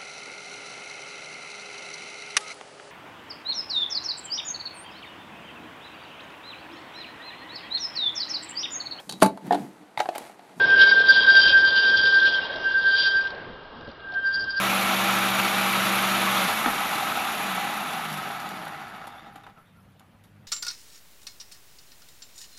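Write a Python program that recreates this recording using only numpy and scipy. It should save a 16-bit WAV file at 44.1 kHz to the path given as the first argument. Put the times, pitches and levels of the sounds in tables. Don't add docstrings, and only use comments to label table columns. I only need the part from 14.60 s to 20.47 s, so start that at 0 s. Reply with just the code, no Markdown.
import sys
import numpy as np
from scipy import signal
from scipy.fft import rfft, irfft
from scipy.io import wavfile
from scipy.ndimage import uniform_filter1d

SR = 44100
rng = np.random.default_rng(int(sys.argv[2]) if len(sys.argv) > 2 else 0)


def file_out(sig):
    cols = np.atleast_2d(sig).T
    lim = np.clip(cols, -1, 1)
    pcm = np.round(lim * 32767).astype(np.int16)
    wavfile.write(sys.argv[1], SR, pcm)


N = 258845
TIME = np.arange(N) / SR


def amp(db):
    return 10 ** (np.asarray(db) / 20)


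def unit(x):
    return x / np.sqrt(np.mean(x ** 2) + 1e-20)


def read(points, hz):
    f, db = np.transpose(points)
    return np.interp(np.log(hz + 1), np.log(f + 1), db)


def drift(rate):
    hz = np.fft.rfftfreq(N, 1 / SR)
    lowpass = 1 / (1 + (hz / rate) ** 4)
    return unit(irfft(rfft(rng.standard_normal(N)) * lowpass, N))


def ringing_noise(centre, width):
    hz = np.fft.rfftfreq(N, 1 / SR)
    resonance = 1 / (1 + (2 * (hz - centre) / width) ** 2)
    return unit(irfft(rfft(rng.standard_normal(N)) * resonance, N))


def colour(x, points, resonances=(), size=8192):
    hz = abs(np.fft.fftfreq(size, 1 / SR))
    db = read(points, hz)
    for f, width, lift in resonances:
        db = db + lift / (1 + (2 * (hz - f) / width) ** 2)
    spectrum = np.exp(np.conj(signal.hilbert(np.log(amp(db)))))
    response = np.fft.ifft(spectrum).real[:size // 2]
    return signal.oaconvolve(x, response / np.linalg.norm(response))[:N]


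def once_a_turn(turns, sharpness):
    return unit(np.exp(sharpness * np.cos(2 * np.pi * turns)))


def impacts(per_s, spread_db):
    hit = rng.random(N) < per_s / SR
    sign = rng.choice([-1, 1], N)
    size = amp(spread_db * np.clip(rng.standard_normal(N), -2, 2))
    return unit(hit * sign * size / np.sqrt(per_s))


def order_tone(turns, multiple, waver, blur):
    strength = np.sqrt(2) * (1 + waver * drift(8.4))
    phase = multiple * (turns + blur * drift(2.1)) + rng.random()
    return strength * np.sin(2 * np.pi * phase)


def patchy(x, patch_db, size=512):
    z = signal.stft(x, nperseg=size)[2]
    across_bands = uniform_filter1d(rng.standard_normal(z.shape), size=5, axis=0)
    patches = uniform_filter1d(across_bands, size=5, axis=1)
    return signal.istft(z * amp(patch_db * unit(patches)), nperseg=size)[1][:N]


IDLE_SPEED = 61.2
COAST_FROM = 1.775
FRICTION, DRAG, DRAG_POWER = 14.3, 26, 4
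GRIP, GRIP_SPEED = 7, 4.4


def coast():
    speed = np.linspace(IDLE_SPEED, 0, 1000)
    drag = DRAG * (speed / IDLE_SPEED) ** DRAG_POWER
    braking = FRICTION + drag + GRIP * np.exp(-speed / GRIP_SPEED)
    elapsed = np.cumsum((speed[0] - speed[1]) / braking)
    return np.interp(TIME, COAST_FROM + elapsed, speed)


SLACK_FROM, SLACK_S = 1.84, 0.24


def loudness(speed, law):
    ceiling_db, half_speed, steepness, load_db = law
    load = np.clip(1 - (TIME - SLACK_FROM) / SLACK_S, 0, 1)
    push = (speed / half_speed) ** steepness
    return amp(ceiling_db + load_db * load) * push / (1 + push)


UNEVEN_DB, UNEVEN_SPEED, UNEVEN_HZ = 1.2, 11, 16


def fitful(speed):
    return amp(UNEVEN_DB * drift(UNEVEN_HZ) / (1 + (speed / UNEVEN_SPEED) ** 2))


# frequency in Hz, width in Hz, lift in dB.
MACHINE_RESONANCES = [(206, 46, 6.5), (318, 38, 4), (405, 41, 2.5), (764, 35, 7.5), (808.3, 15, 9.5),
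                      (1195, 62, 3), (1297, 60, 9), (1426, 126, 3.5), (2253, 57, 8), (2310, 220, -4),
                      (2685, 67, 2.5), (3492, 100, 7), (3740, 52, 8.5), (4050, 100, 3.5), (4560, 56, 9.5),
                      (5100, 60, 5), (5770, 150, 6.5), (6950, 190, 10.5), (7500, 150, 0.5),
                      (10770, 99, 4.5), (11500, 500, 3.5)]
# frequency in Hz, relative level in dB.
RATTLE_SPECTRUM = [(30, -40), (90, -24.5), (160, -8), (230, -7), (280, -9.5), (400, -9), (490, -15),
                   (720, -0.5), (1000, -4), (1750, -6), (3000, -14.5), (3900, -20.5), (5000, -25.5),
                   (8500, -38.5)]
# ceiling in dB, speed at half strength in turns per second,
# steepness below it (power), change under load in dB.
RATTLE_LOUDNESS = (-28.5, 22.5, 2, -6)


def bearings(speed, turns):
    blows = impacts(per_s=70 * speed + 1100, spread_db=0.0)
    throb = np.interp(speed, [16, 28, 60], [.13, .2, .15])
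    blows *= once_a_turn(turns, throb) * amp(0.24 * drift(30)) * fitful(speed)
    return loudness(speed, RATTLE_LOUDNESS) * unit(colour(blows, RATTLE_SPECTRUM, MACHINE_RESONANCES))


# frequency in Hz, relative level in dB.
RUSH_SPECTRUM = [(30, -30), (80, -15), (150, -10.5), (220, -10.5), (480, -8.5), (620, -2.5), (1200, 2),
                 (1850, -2), (2400, 0.5), (3100, -4.5), (3900, -6.5), (5000, -16), (6300, -15),
                 (8300, -23.5), (15000, -21.5)]
# ceiling in dB, speed at half strength in turns per second,
# steepness below it (power), change under load in dB.
RUSH_LOUDNESS = (-28.5, 28, 4, 4.5)


def air(speed, turns):
    rush = rng.standard_normal(N) * once_a_turn(turns, sharpness=0.041) * amp(0.91 * drift(55))
    milder = [(f, width, 0.58 * lift) for f, width, lift in MACHINE_RESONANCES]
    return loudness(speed, RUSH_LOUDNESS) * unit(colour(rush, RUSH_SPECTRUM, milder))


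# frequency in Hz, relative level in dB.
GRAZE_SPECTRUM = [(100, -61), (4000, -16.5), (7000, -11), (8600, -10), (9700, -1), (11000, -1), (11600, 2),
                  (12200, -4), (12800, -6), (15000, -20.5)]
# ceiling in dB, speed at half strength in turns per second,
# steepness below it (power), change under load in dB.
GRAZE_LOUDNESS = (-37.5, 34.5, 3, 1.5)


def graze(speed, turns):
    catch = 1 + 0.72 * np.exp(-(turns % 1) / 0.23)
    flutter = amp(1.2 * drift(60))
    scrape = impacts(per_s=9000, spread_db=1.5) * catch * flutter * fitful(speed)
    return loudness(speed, GRAZE_LOUDNESS) * unit(colour(scrape, GRAZE_SPECTRUM, MACHINE_RESONANCES))


BELT_RATIO = .7917
POWER_OFF = 1.875
# multiple of the motor speed, level in dB rms before wavering.
DRIVEN_TONES = [(1.7, -63), (4, -35), (4.44, -46), (5, -69), (6.92, -44), (8.22, -52), (9.45, -57),
                (10.11, -51.5), (12, -44.5), (16.44, -42), (18.9, -49.5), (27.78, -42), (48.35, -42.5),
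                (51.3, -46.5)]
# multiple of the blade speed,
# mode in Hz, width in Hz, level in dB rms at the mode before wavering.
BENCH_SWEEPS = [(2, 122, 23, -48.5), (4, 224, 40, -42), (5, 193, 33, -49.5), (5.6, 189.5, 12, -40),
                (6, 237, 12, -42.5), (6.33, 158, 22.6, -43.5), (7, 208, 11, -43.5), (8.3, 200, 53, -47),
                (8.3, 162, 19, -45.5), (9, 238, 14, -46.5), (9.7, 160, 24, -49), (10.5, 194, 14, -43)]


def hum(speed, turns):
    out = np.zeros(N)
    for k, db in DRIVEN_TONES:
        out += amp(db) * order_tone(turns * BELT_RATIO, k, waver=min(0.025 * k, .6), blur=0.0037)
    out *= np.clip((POWER_OFF - TIME) / 0.024 + .5, 0, 1)
    for k, hz, width, db in BENCH_SWEEPS:
        swell = 1 / (1 + (2 * (k * speed - hz) / width) ** 2) ** 0.84
        moving = np.minimum(speed, 1)
        out += amp(db) * swell * moving * order_tone(turns, k, waver=.2, blur=.008)
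    return out


def strikes(rows, points, contact):
    force = np.zeros(N)
    for s, db, decay in rows:
        force += amp(db) * (TIME >= s) * np.exp(-np.maximum(TIME - s, 0) / decay)
    force *= rng.standard_normal(N)
    for s, db, _ in rows:
        force[round(s * SR)] += contact * amp(db)
    return colour(force, points, MACHINE_RESONANCES)


# start in seconds, starting level of the chatter in dB, decay time constant in seconds.
KNOCK_BLOWS = [(2.06, -15, 0.0054), (2.072, -23.5, 0.019), (3.708, -41.5, 0.024), (3.805, -49, 0.013),
               (3.91, -42, .04), (4.342, -40, .005), (4.415, -40, .008), (4.441, -36.5, 0.0068),
               (4.473, -38, 0.0087), (4.667, -44, 0.013), (4.757, -40.5, 0.014), (4.836, -46, 0.015),
               (4.866, -40.5, 0.011), (4.898, -46, 0.0058), (4.972, -52, 0.038), (5.405, -53.5, 0.024)]
# frequency in Hz, relative level in dB.
KNOCK_SPECTRUM = [(40, -22), (150, -26), (240, 2), (420, -7), (750, 3.5), (1700, -4), (2500, -8),
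                  (4000, -20.5), (7000, -32), (15000, -32)]


def knocks():
    return strikes(KNOCK_BLOWS, KNOCK_SPECTRUM, contact=3.5)


THUD_DB, THUD_HZ, THUD_S = -50, 90, .12


def thud():
    age = TIME - KNOCK_BLOWS[0][0]
    return amp(THUD_DB) * (age >= 0) * np.exp(-abs(age) / THUD_S) * drift(THUD_HZ)


# start in seconds, starting level of the chatter in dB, decay time constant in seconds.
TICK_BLOWS = [(3.333, -31, .004), (3.451, -38, 0.0045), (3.527, -33.5, .008), (3.573, -34, 0.0056),
              (3.8, -39, .006), (3.89, -38, .006), (4.052, -41, 0.0057), (4.08, -41, .005),
              (4.281, -47, .004), (4.47, -43.5, 0.011), (4.757, -52, .01), (4.835, -60, .005),
              (5.3955, -51, 0.0046), (5.6375, -58, 0.021)]
# frequency in Hz, relative level in dB.
TICK_SPECTRUM = [(100, -19), (900, 3), (3500, 6), (6000, -3.5), (8500, -2.5), (11500, 4.5), (13000, -3),
                 (15000, -11)]


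def ticks():
    return strikes(TICK_BLOWS, TICK_SPECTRUM, contact=1.5)


DISC_RINGS = {"low": (1345, 75), "middle": (3600, 290), "high": (11200, 1200)}
# start in seconds, length in seconds, peak level in dB, name of the ring.
BLADE_RUBS = [(3.502, .1, -51, "high"), (4.507, .05, -60, "middle"), (4.56, .05, -66, "high"),
              (4.575, .045, -54, "middle"), (4.637, .055, -58, "middle"), (4.72, .09, -70, "high"),
              (4.833, .035, -59, "middle"), (4.86, .06, -75, "high"), (4.955, 0.1, -56, "low"),
              (4.97, 0.13, -74, "high"), (5.05, .1, -71, "middle"), (5.145, 0.079, -62, "low"),
              (5.15, .13, -74.5, "high")]
RUB_RISE, RUB_HOLD, RUB_SAG = .15, 0.55, .74


def rubs():
    out = np.zeros(N)
    rings = {name: ringing_noise(hz, width) for name, (hz, width) in DISC_RINGS.items()}
    for s, length, db, name in BLADE_RUBS:
        swell = np.interp((TIME - s) / length, [0, RUB_RISE, RUB_HOLD, 1], [0, 1, RUB_SAG, 0])
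        out += amp(db) * rings[name] * swell
    return out


def workshop(x, wet_db, t60, count=900):
    at = ((np.arange(count) + rng.random(count)) * SR / 2000).astype(int) + SR // 300
    taps = np.zeros(at[-1] + 1)
    taps[at] = rng.choice([-1, 1], count) * np.exp(-np.log(1000) * at / SR / t60)
    reflections = signal.oaconvolve(x, taps / np.linalg.norm(taps))[:N]
    return (x + amp(wet_db) * reflections) / np.hypot(1, amp(wet_db))


# time in seconds, pitch in Hz, level in dB.
ENGINE_PATH = [(0, 96, -74), (4.9, 97.3, -71.5), (5.251, 98, -54.5), (5.5, 94.5, -60), (5.62, 101.6, -61),
               (5.75, 101.2, -51.5), (5.87, 100, -56)]
# multiple of its pitch, level in dB relative to the engine level.
ENGINE_TONES = [(.5, -25), (1, -4), (1.5, -10.5), (2, -11.5), (3, -17.5)]
# frequency in Hz, relative level in dB.
YARD_SPECTRUM = [(25, -21), (50, -10), (80, -8), (160, 0.5), (230, -3.5), (290, -16), (500, -14),
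                 (780, -15.5), (1350, -17), (3000, -25), (5000, -34), (8000, -39), (11000, -35),
                 (15000, -39)]
YARD_DB = -57.5


def yard():
    s, hz, db = np.transpose(ENGINE_PATH)
    turns = np.cumsum(np.interp(TIME, s, hz)) / SR
    drone = sum(amp(rel) * order_tone(turns, k, waver=0.2, blur=0.018) for k, rel in ENGINE_TONES)
    rumble = patchy(colour(rng.standard_normal(N), YARD_SPECTRUM), patch_db=2.0)
    return amp(np.interp(TIME, s, db)) * drone + amp(YARD_DB) * unit(rumble)


def scene():
    speed = coast()
    turns = np.cumsum(speed) / SR
    running = bearings(speed, turns) + air(speed, turns) + graze(speed, turns)
    machine = patchy(running, patch_db=1.02) + knocks() + ticks() + rubs()
    saw = workshop(machine, wet_db=-12.0, t60=0.28) + hum(speed, turns) + thud()
    return (saw + yard())[None]


EDGE_HZ = 15520


def record(dry):
    lowpass = signal.firwin(511, EDGE_HZ, window=("kaiser", 9), fs=SR)
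    return signal.oaconvolve(dry, lowpass[None], "same")


dry = scene()
out = record(dry)
file_out(out)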